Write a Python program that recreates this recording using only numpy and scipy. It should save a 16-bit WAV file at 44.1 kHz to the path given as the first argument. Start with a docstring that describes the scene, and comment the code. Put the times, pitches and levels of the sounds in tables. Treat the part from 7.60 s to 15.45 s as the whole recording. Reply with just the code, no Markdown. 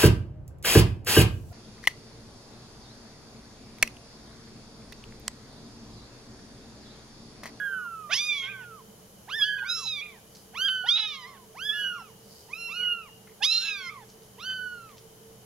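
"""In a bathroom, wet kittens cry over one another while they are washed in a tub, close to a hand-held microphone.
Whines and mews are arches of pitch: whines are nearly pure, mews brighten as their overtones swell.
Yells follow drawn courses of pitch and harmonics and break near the end; strained cries split into a rasp.
Weak echoes from the tub walls and a short room tail answer; shaped noise makes wet fur, paws, air and hiss.
Narrow, unsteady bands make the hum."""
import sys
import numpy as np
from scipy import signal
from scipy.fft import rfft, irfft, next_fast_len
from scipy.io import wavfile
from scipy.ndimage import uniform_filter1d, map_coordinates

SR = 44100
rng = np.random.default_rng(int(sys.argv[2]) if len(sys.argv) > 2 else 0)


def waveform_to_disk(signal):
    """Save audio, clipped to [-1, 1], as 16-bit WAV at the path in sys.argv[1]."""
    frames = np.transpose(np.atleast_2d(signal))
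    scaled = np.clip(frames, -1, 1) * 32767
    samples = np.round(scaled).astype(np.int16)
    wavfile.write(sys.argv[1], SR, samples)


N = 346185  # length [samples]
TOP_HZ = 15800  # band limit of the harmonics and of the final mix


def amp(db):
    """Amplitude factor of a level in dB."""
    return 10 ** (np.asarray(db) / 20)


def unit(x):
    """x scaled to rms 1."""
    return x / np.sqrt(np.mean(abs(x) ** 2) + 1e-20)


def along(points, hz):
    """Curve of (frequency [Hz], value) points, read on a log frequency axis."""
    f, v = np.transpose(points)
    return np.interp(np.log(hz + 1), np.log(f + 1), v)


def wobble(rate, size):
    """Smooth random curve with rate knots a second."""
    knots = rng.standard_normal(int(size * rate / SR) + 4)
    return map_coordinates(knots, [np.arange(size) * rate / SR])


def flutter(rate, size):
    """Random unsteadiness of both strength and phase, as a complex curve of rms 1."""
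    return unit(wobble(rate, size) + 1j * wobble(rate, size))


def filtered(x, response):
    """x shaped by a response of frequency."""
    m = next_fast_len(x.shape[-1] + 8192)
    spectrum = rfft(x, m) * response(np.fft.rfftfreq(m, 1 / SR))
    return irfft(spectrum, m)[..., :x.shape[-1]]


def gate(t, start, end, edge):
    """1 from start to end, with ramps just outside."""
    return np.clip(1 + np.minimum(t - start, end - t) / edge, 0, 1)


def add(out, x, start):
    """Mix a stereo sound in at a time in seconds."""
    first = round(start * SR)
    x = x[:, max(-first, 0):N - first]
    out[:, max(first, 0):][:, :x.shape[1]] += x


# Colour of the room air: (frequency [Hz], relative density [dB per Hz])
AIR_COLOUR = [(25, -11), (185, 0), (252, -10), (444, -4), (1250, -15), (2540, -21.5), (7000, -18),
              (9100, -63), (15400, -120)]
# Stereo likeness of the air: (frequency [Hz], left-right likeness [-1 to 1], negatives play as 0)
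AIR_LIKENESS = [(60, 0.99), (240, 0.85), (950, 0.17), (3770, -0.22), (15000, 1)]
# Colour of the microphone hiss: (frequency [Hz], relative density [dB per Hz])
HISS_COLOUR = [(4000, -10), (6500, -2), (8500, -3), (10500, 4), (15500, -4)]
# Bands of the hum: (frequency [Hz], level [dB], width [Hz], left-right difference [dB])
HUM_BANDS = [(122, -63.5, 1.8, -2.5), (201.5, -62.5, 24, -3), (443, -61.5, 12, -5),
             (3044, -70.5, 180, -6.5)]


def background(air_db=-55, hiss_db=-58.0):
    """Steady room noise and microphone hiss are shaped noise; the hum is sines with random flutter."""
    def spread(hz):
        angle = np.arccos(np.clip(along(AIR_LIKENESS, hz), 0, 1)) / 2
        return amp(along(AIR_COLOUR, hz)) * [np.cos(angle), np.sin(angle)]

    mid, side = filtered(rng.standard_normal((2, N)), spread)
    air = unit(np.array([mid + side, mid - side])) * amp(air_db)
    hiss = filtered(rng.standard_normal((2, N)), lambda hz: amp(along(HISS_COLOUR, hz)))
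    hiss = unit(hiss) * amp(hiss_db)
    t = np.arange(N) / SR
    hum = np.zeros((2, N))
    for hz, db, width, pan_db in HUM_BANDS:
        band = unit((flutter(2 * width, N) * np.exp(2j * np.pi * hz * t)).real)
        hum += amp([[db + pan_db / 2], [db - pan_db / 2]]) * band
    return air + hiss + hum


def unsteady(pitch, waver=0.00274, jitter=0.00472):
    """Phase of vocal folds that never hold quite still: slow, middling and fast pitch wobbles."""
    size = len(pitch)
    tremble = .003 * wobble(500, size)
    wander = waver * wobble(25.3, size) + jitter * wobble(90.9, size) + tremble
    return 2 * np.pi * np.cumsum(pitch * (1 + wander)) / SR


def swell(age, length, peak, shape):
    """Level in dB of a part that rises to its peak and fades to the end of the call."""
    (db, peak_s, fade_db), (rise_db, rise_power, fade_power) = peak, shape
    rising = np.clip(1 - age / peak_s, 0, 1)
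    fading = np.clip((age - peak_s) / max(length - peak_s, 1 / 100), 0, 1)
    return db - rise_db * rising ** rise_power - fade_db * fading ** fade_power


RISE_POWER = 2.5  # the pitch shoots up, then rounds off into its top
SAG_POWER = 1.7  # how long the pitch holds before it sags
SCOOP_WAVER = 0.0179  # share by which the pitch wobbles at the start of its climb
# Catches in a mew, where the pitch skips for a moment and the octave changes level with it:
# (start of the mew [s], time [s], half length [s], skip [Hz], octave flare [dB])
CATCHES = [ (1.68, 1.772, .022, 91, -11.5), (1.68, 1.834, 0.018, -61.5, 14), (2.94, 3.061, 0.022, 70, 3),
           (2.94, 3.089, 0.0081, -65.5, 3.5), (3.94, 4.099, 0.0136, -59.5, 13.5),
           (4.89, 4.937, 0.0069, 26, 20.5), (6.78, 6.903, 0.015, -21, 3), ]


def larynx(arch, peaks, shapes):
    """Times, pitch, phase and gains of a call: pitch shoots up, sags as the air runs out and drops at the end."""
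    start, length, rise_s, fall_s, from_hz, top_hz, sag_hz, end_hz = arch
    t = start + np.arange(-SR // 100, int((length + 1 / 100) * SR)) / SR
    age = np.clip(t - start, 0, length)
    climb_left = np.clip(1 - age / rise_s, 0, 1)
    tiring = np.clip((age - rise_s) / (length - rise_s), 0, 1)
    pitch = top_hz - (top_hz - from_hz) * climb_left ** RISE_POWER
    pitch = pitch - sag_hz * np.sin(np.pi / 2 * tiring) ** SAG_POWER
    pitch = pitch + (end_hz - pitch) * np.exp((age - length) / fall_s)
    levels = [swell(age, length, peak, shape) for peak, shape in zip(peaks, shapes)]
    for cry_s, at_s, half_s, skip_hz, flare_db in CATCHES:
        if len(levels) > 1 and abs(cry_s - start) < 1 / 20:
            catch = np.exp(-((t - at_s) / half_s) ** 2)
            pitch = pitch + skip_hz * catch
            levels[1] = levels[1] + flare_db * catch
    pitch = pitch * (1 + SCOOP_WAVER * climb_left * wobble(70.7, len(t)))
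    gains = amp(levels) * gate(t, start, start + length, 1 / 100)
    return t, pitch, unsteady(pitch), gains


SHEEN_HZ, SHEEN_WIDTH_HZ = 11280, 900  # a high resonance of the tiny mouth


def sheen(hz):
    """Gain of an overtone as it sweeps through the mouth's high resonance."""
    return 1 / (1 + ((hz - SHEEN_HZ) / SHEEN_WIDTH_HZ) ** 2)


WALL_DB = -19  # all wall copies together, against the direct sound


def in_tub(x, pan_db, count=10):
    """A sound at one spot: the direct sound, then weak copies from the nearby enamel walls."""
    paths = np.zeros((2, SR // 40))
    delays = rng.integers(SR // 700, SR // 50, count)  # about 1.4 to 20 ms
    bounces = unit(rng.normal(size=count) + rng.normal(size=(2, count)))
    paths[:, delays] = amp(WALL_DB) * bounces / np.sqrt(count)
    paths[:, 0] = 1
    sides = amp([[pan_db / 2], [-pan_db / 2]])
    return signal.fftconvolve(x[None], paths, axes=1) * sides / sides.mean()


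# Swells of fundamental, octave and upper overtones; a whine plays the first row only:
# (rise [dB], power of the rise, power of the fade)
CALL_SWELLS = [(19.6, 3.83, 1.26), (30.5, 3.18, 0.77), (18.8, 2.43, 0.81)]
# Harmonics of a whine: (multiple of the pitch, relative level [dB])
WHINE_HARMONICS = [(1, -1), (2, -25)]
# Soft whines, levels before the voice gain: (start [s], length [s], rise [s], fall [s],
#   from [Hz], top [Hz], sag [Hz], end [Hz], peak level [dB], time to peak [s], fade by the end [dB])
WHINES = [ (-.2, 0.76, 0.047, 0.065, 900, 1757, 514, 1080, -28, 0.034, 19.3),
          (-.2, .465, .12, .05, 900, 1505, 110, 980, -43, .36, 10),
          (0.811, 0.4, 0.1, 0.04, 1300, 1572, 214.7, 969, -41.5, 0.15, 12.6),
          (2.982, .863, 0.16, 0.089, 1040, 1408, 236, 960, -47.5, 0.16, 10),
          (5.93, 0.5, 0.18, 0.088, 1066, 1660, 288.5, 819, -43, 0.25, 7.6), ]


def whine(row, pan_db=-5.5, shimmer_db=1.95, rough=0.056, sheen_db=-31):
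    """A soft call: nearly all fundamental, with a weak octave and a trace of sheen."""
    t, pitch, phase, (gain,) = larynx(row[:8], [row[8:]], CALL_SWELLS)
    tone = sum(amp(db) * np.exp(1j * k * phase) for k, db in WHINE_HARMONICS)
    high = sum(sheen(k * pitch) * np.exp(1j * k * phase) for k in (7, 8))
    tone = tone + amp(sheen_db) * high
    tone = tone * amp(shimmer_db * wobble(45.66, len(t))) * (1 + rough * flutter(460, len(t)))
    return in_tub(np.sqrt(2) * gain * tone.imag, pan_db), t[0]


# Decay of the room: (frequency [Hz], time to fall 60 dB [s])
ROOM_DECAY = [(500, 0.07), (3000, 0.62), (12000, 0.009)]


def bathroom(x):
    """The room's short tail: noise whose bands die away at their own rates."""
    hz, t, z = signal.stft(rng.standard_normal((2, SR // 2)), SR, nperseg=256)
    decay = amp(-60 * t / along(ROOM_DECAY, hz)[:, None])
    tail = signal.istft(z * decay, SR, nperseg=256)[1]
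    return signal.fftconvolve(x.mean(axis=0)[None], tail / np.linalg.norm(tail[0]), axes=1)[:, :N]


# Kinds of split: name: (cycles per repeat, roughness [0-1])
SPLITS = {"halves": (2, .06), "thirds": (3, .09), "quarters": (4, .18), "sixths": (6, .24)}
# Mouth resonances that colour a rasp: (frequency [Hz], relative level [dB])
RASP_MOUTH = [(500, -42), (900, -25), (2100, -25), (2700, -10), (3150, -10), (3450, 0), (3750, 0),
              (4400, -21), (4850, -11), (5900, -11), (7000, -30)]


def rasp(pitch, phase, split, bright_db):
    """Strained folds repeat only every few cycles: the mouth rings with lines between the harmonics (rms 1)."""
    cycles, roughness = SPLITS[split]
    orders = np.array([j / cycles for j in range(1, 6 * cycles) if j % cycles])[:, None]
    hz = orders * pitch
    shape = amp(along(RASP_MOUTH, hz) + bright_db * np.log2(np.maximum(hz, 2500)))
    shape = shape / np.linalg.norm(shape, axis=0)
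    trembling = np.array([np.exp(2j * np.pi * rng.random()) + 2 * roughness * flutter(162, len(pitch))
                          for _ in orders])
    lines = shape * trembling * np.exp(1j * orders * phase)
    return unit(lines.imag.sum(axis=0))


# Strained stretches of the mew or yell that began last, levels before the voice gain:
# (from [s], to [s], kind of split, level between harmonics [dB], brightness [dB per octave])
RASPS = [ (.515, .592, "quarters", -43, 2), (.735, .8, "halves", -49, 2),
         (.825, .872, "quarters", -47, -16), (1.695, 1.73, "quarters", -54, -6),
         (1.984, 1.997, "thirds", -42, -45), (2.17, 2.24, "halves", -44, 18),
         (2.258, 2.295, "quarters", -49, 5), (3.083, 3.096, "quarters", -39, -18),
         (3.358, 3.372, "thirds", -38, -18), (3.376, 3.397, "sixths", -29, -18),
         (3.402, 3.455, "thirds", -31, -22), (3.478, 3.555, "halves", -43, -5),
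         (5.833, 5.852, "quarters", -35, 0), (5.927, 5.98, "thirds", -33, 0),
         (5.985, 6.022, "thirds", -37, 0), (6.025, 6.105, "sixths", -38.5, -9),
         (6.8, 6.85, "quarters", -56, 0), (6.9, 6.935, "thirds", -58, -30), ]


def voiced(t, began, pitch, phase, gains, breathy=0.0081, slack=0.24, shimmer_db=1.83):
    """Harmonics of the vocal folds, roughened by strain."""
    starts = [row[0] for row in MEWS] + [course[0][0] for course, *_ in YELLS]
    voice = np.zeros(len(t))
    # slack folds at low pitch vibrate unevenly
    rough = breathy + slack * np.clip((950 - pitch) / 250, 0, 1)
    for start, end, split, db, bright_db in RASPS:
        if began == max(s for s in starts if s < end):
            strain = gate(t, start, end, (end - start) / 3) ** 2 * amp(2 * wobble(45, len(t)))
            on = strain > 0
            voice[on] += amp(db) * strain[on] * rasp(pitch[on], phase[on], split, bright_db)
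            rough = rough + SPLITS[split][1] * strain
    for k, gain in enumerate(gains, 1):
        # higher harmonics wander more in strength, up to the fifth
        wander_db = min(k - 1, 4) * .7 * wobble(28, len(t))
        partial = np.exp(1j * k * phase) * (1 + rough * flutter(800, len(t))) / np.hypot(1, rough)
        level = gain * amp(wander_db + shimmer_db * wobble(99.44, len(t)))
        voice += np.sqrt(2) * level * partial.imag
    return voice


VOICE_PAN_DB = -4.5  # left against right, for mews and yells
YELL_DB, YELL_TREBLE_DB = 3, -1  # gain of a yell, further gain of its upper harmonics
YELL_WAVER = .012  # share by which the pitch wobbles, most at the start
SCOOP_DB, SCOOP_S = 9, 0.042  # the fundamental is stronger while the pitch scoops up
BREAK_S, BREAK_LOSS_DB, BREAK_ROUGH = .02, 16, .3  # a break: duration, treble lost, roughness that follows
BREATH_DB, RUSH_DB = -32, -19  # steady breath and opening rush, against the treble
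# Wide-open mouth of a yell, colouring its treble: (frequency [Hz], relative level [dB])
GAPE = [(3400, 8.5), (4150, -6.5), (4900, 4.5), (5500, -1), (6500, -1.5), (8000, -29), (10500, -12),
        (15000, -28)]
# Courses of the yells, levels before the yell and voice gains:
# (time [s], pitch [Hz], octave level [dB], third harmonic level [dB], treble level [dB])
FIRST_YELL = [(0.5, 615, -47, -49, -66), (0.516, 754, -35.5, -41, -45), (0.535, 873, -39.5, -30, -32),
              (0.562, 1049, -44.5, -37.5, -36.5), (0.6, 1185, -35.5, -28.5, -36),
              (0.66, 1234, -36, -43, -38.5), (0.715, 1192, -28.5, -32, -46), (0.78, 1119, -39.5, -37, -49),
              (0.848, 1067, -39.5, -41, -59), (0.878, 1107, -44, -50.5, -47), (0.905, 1248, -40, -63, -61),
              (0.99, 1045, -64, -66, -66), (1.045, 835, -60.5, -58.5, -60)]
SECOND_YELL = [(2.03, 847, -63, -66, -78), (2.06, 1158, -47, -63, -58), (2.102, 1281, -49, -29, -37),
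               (2.204, 1344, -50.5, -47.5, -41.5), (2.294, 1300, -47, -35.5, -46),
               (2.404, 1123, -42, -39.5, -49.5), (2.43, 1236, -43.5, -63, -54),
               (2.508, 1152, -58, -68, -61), (2.6, 755, -71, -83, -86)]
THIRD_YELL = [(3.245, 720, -66, -69, -83), (3.272, 946, -39, -52, -46), (3.29, 1080, -45, -18, -41.5),
              (3.309, 1181, -46, -24.5, -34.5), (3.34, 1251, -42, -20, -41), (3.387, 1312, -42.5, -27, -44),
              (3.47, 1258, -39, -31.5, -49), (3.619, 990, -57, -57, -55.5), (3.649, 973, -43, -66, -54.5),
              (3.677, 1086, -54.5, -64, -45), (3.731, 1022, -62.5, -72, -57), (3.78, 740, -65, -74, -67)]
FOURTH_YELL = [(5.812, 782, -54, -74, -83), (5.828, 885, -38, -27.5, -38.5), (5.854, 1186, -43, -26, -26.5),
               (5.875, 1264, -39.5, -29.5, -38), (5.926, 1370, -35, -24, -35.5),
               (5.955, 1366, -34.5, -24.5, -40), (5.995, 1398, -42.5, -30, -39),
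               (6.094, 1314, -32.5, -38, -44.5), (6.22, 1094, -47, -47, -53.5),
               (6.288, 1032, -40.5, -54.5, -52), (6.316, 1214, -58, -69, -54), (6.44, 840, -66, -79, -64)]
# Yells that break into a light voice near the end:
# (course, brightness [dB per octave], time of the break [s], base level of the fundamental [dB])
YELLS = [(FIRST_YELL, -1.5, 0.863, -57), (SECOND_YELL, -17, 2.41, -61), (THIRD_YELL, -14, 3.655, -54.5),
         (FOURTH_YELL, -8.5, 6.3, -56)]


def yell(course, bright_db, break_s, first_db, treble_hz=4200, rush_s=0.14, dying_db=9):
    """A strained yell: a rush of air, then the octave and third harmonic take turns to lead."""
    s, *columns = np.transpose(course)
    t = np.arange(s[0] - 1 / 100, s[-1] + 1 / 100, 1 / SR)
    pitch, *levels = [uniform_filter1d(np.interp(t, s, c), SR // 200) for c in columns]
    climbing = np.exp(-((t - s[0]) / (2 * SCOOP_S)) ** 2)
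    pitch = pitch * (1 + YELL_WAVER * climbing * wobble(130, len(t)))
    sounding = amp(YELL_DB) * gate(t, s[0], s[-1], 1 / 100)
    second, third, treble = amp(levels) * sounding
    hz = np.arange(4, 12)[:, None] * pitch
    shape = amp(along(GAPE, hz) + bright_db * np.log2(np.minimum(hz, 6500) / pitch))
    # the treble level is set by the harmonics above treble_hz
    shape = shape / np.linalg.norm(shape / (1 + (treble_hz / hz) ** 20), axis=0)
    broken = gate(t, break_s + BREAK_S / 2, np.inf, BREAK_S)
    upper = amp(YELL_TREBLE_DB - BREAK_LOSS_DB * broken) * treble * shape
    scoop_db = SCOOP_DB * np.exp(-((t - s[0]) / SCOOP_S) ** 2)
    dying = np.clip((t - break_s) / (s[-1] - break_s), 0, 1)
    first = amp(first_db + scoop_db - dying_db * dying) * sounding
    voice = voiced(t, s[0], pitch, unsteady(pitch), [first, second, third, *upper],
                   breathy=0.011 + BREAK_ROUGH * broken)
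    hiss = filtered(rng.standard_normal(len(t)), lambda f: amp(along(GAPE, f) / 2) * f / (f + 2500))
    air = amp(BREATH_DB) + amp(RUSH_DB) * np.exp((s[0] - t) / rush_s)
    return in_tub(voice + air * treble * unit(hiss), VOICE_PAN_DB), t[0]


ONSET_DB, ONSET_S = 6.5, 0.0034  # the overtones come in a moment after the folds start to swing
# Throat and mouth, colouring the upper overtones: (frequency [Hz], relative level [dB])
THROAT = [(2000, 3), (3800, -6), (5400, -4.5), (6300, -6), (8000, -37.5), (10500, -13.5), (15000, -20)]
# Open-mouthed mews, levels before the voice gain: (start [s], length [s], rise [s], fall [s],
#   from [Hz], top [Hz], sag [Hz], end [Hz],
#   then for fundamental, octave and upper overtones: peak level [dB], time to peak [s], fade by the end [dB],
#   brightness [dB per octave])
MEWS = [ (1.68, 0.59, 0.1, 0.099, 746, 1718, 104, 802, -31.5, 0.25, 20, -28.5, 0.15, 67, -41.5, 0.16, 95, -17),
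        (1.791, 0.52, 0.1, 0.022, 938, 1547, 260, 890, -39, 0.26, 36, -33, 0.12, 59, -43.5, 0.09, 52, -27),
        (2.94, 0.51, 0.11, 0.15, 720, 1572, 33, 1262, -33, 0.24, 24, -25.5, 0.18, 36, -41.5, 0.07, 25.5, -14.5),
        (3.945, 0.48, 0.16, 0.079, 612, 1751, 113, 754, -36, 0.31, 16.5, -34.5, 0.18, 32, -49, 0.13, 23, 0),
        (4.101, 0.42, 0.13, 0.04, 1186, 1472, 97, 784, -41.5, 0.26, 27, -31, 0.19, 43, -52, 0.1, 17, 8),
        (4.885, .37, .13, 0.064, 788, 1393, 18, 961, -55, 0.0063, 13, -38.5, 0.2, 15.6, -47.5, 0.2, 20, -5),
        (5.086, 0.41, 0.13, 0.033, 952, 1464, 112, 862, -38.5, 0.25, 22.4, -28, 0.24, 35.7, -47, 0.073, 26, -16),
        (6.779, .59, .11, .075, 803, 1529, 108, 900, -38, .29, 26, -38, .15, 38, -46, .08, 32, -25), ]


def mew(row, sheen_db=-32):
    """An arch of pitch whose overtones swell and fade as the mouth opens and shuts."""
    arch, peaks, bright_db = row[:8], np.reshape(row[8:17], (3, 3)), row[17]
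    t, pitch, phase, (first, second, upper) = larynx(arch, peaks, CALL_SWELLS)
    starting = amp(-ONSET_DB * np.exp(-(np.maximum(t - arch[0], 0) / ONSET_S) ** 2))
    second, upper = second * starting, upper * starting
    hz = np.arange(3, 11)[:, None] * pitch
    shape = amp(along(THROAT, hz) + bright_db * np.log2(np.minimum(hz, 6500) / pitch)) * (hz < TOP_HZ)
    coloured = upper * shape / np.linalg.norm(shape, axis=0)
    glint = np.hypot(first, second) * amp(sheen_db) * sheen(hz)
    gains = [first, second, *(coloured + glint)]
    return in_tub(voiced(t, arch[0], pitch, phase, gains), VOICE_PAN_DB), t[0]


# Extra colour of the voices at the left microphone: (frequency [Hz], gain [dB])
LEFT_TREBLE = [(5500, -1.5), (9000, 5.5)]


def kittens(lag_s=3.2e-5):
    """All calls together; they reach the right microphone a moment before the left."""
    out = np.zeros((2, N))
    whines = [whine(row) for row in WHINES]
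    yells = [yell(*row) for row in YELLS]
    mews = [mew(row) for row in MEWS]
    for sound, start in whines + yells + mews:
        add(out, sound, start)
    out[0] = filtered(out[0], lambda hz: amp(along(LEFT_TREBLE, hz)))
    return filtered(out, lambda hz: np.exp(1j * np.pi * hz * lag_s * np.array([[-1], [1]])))


# Colour of rubbed wet fur: (frequency [Hz], relative level [dB])
FUR_COLOUR = [(1500, -57), (3500, -13), (4700, 5.5), (6000, -4.5), (12000, -11)]
# Strokes over wet fur: (middle [s], length [s], level [dB])
RUBS = [(2.78, .14, -59), (4.77, .24, -54.5)]


def rubs(crackle_db=3):
    """A hand strokes wet fur: a soft swish of noise with a grainy level."""
    t = np.arange(N) / SR
    strokes = sum(amp(db) * np.exp(-(2 * (t - s) / length) ** 2) for s, length, db in RUBS)
    grains = rng.standard_normal((2, N)) * amp(crackle_db * wobble(380, N))
    return strokes * unit(filtered(grains, lambda hz: amp(along(FUR_COLOUR, hz))))


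# Colour of a wet squish: (frequency [Hz], relative level [dB])
SQUISH_COLOUR = [(500, -15), (2000, 21), (6000, 11), (15000, -57)]
# Wet touches of paws and fur: (time [s], level before the trim [dB], brightness [dB per octave])
TOUCHES = [(2.7483, -44, 15), (5.45, -44, -23), (5.671, -44.5, -19), (6.4902, -43.5, 18), (6.6216, -51, 14),
           (7.291, -49, -1), (7.3692, -46.5, 10)]


def touches(trim_db=-8, t60=0.2, crackle_db=5):
    """Wet fur and paws: short puffs of crackly noise that die away at once."""
    out, t = np.zeros((2, N)), np.arange(SR // 4) / SR
    for s, db, bright_db in TOUCHES:
        grains = rng.standard_normal(len(t)) * amp(crackle_db * wobble(540, len(t)))
        puff = unit(filtered(grains, lambda hz: amp(
            along(SQUISH_COLOUR, hz) + bright_db * np.log2(np.maximum(hz, 2000)))))
        add(out, in_tub(puff * amp(db + trim_db - 60 * t / t60), 0), s)
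    return out


def scene(voices_db=2, tail_db=-19):
    """Voices, rubs and touches with their room tail, over the background."""
    near = amp(voices_db) * kittens() + rubs() + touches()
    return near + amp(tail_db) * bathroom(near) + background()


def record(dry, settle_s=0.14, knee_db=-27, squeeze=0.32):
    """A slow gain control backs off after loud cries; nothing is kept above the band limit."""
    step = 1 / (settle_s * SR)
    power = signal.lfilter([step], [1, step - 1], np.mean(dry ** 2, axis=0))
    gain = (1 + power / amp(knee_db) ** 2) ** -squeeze
    return filtered(dry * gain, lambda hz: hz < TOP_HZ)


dry = scene()
out = record(dry)
waveform_to_disk(out)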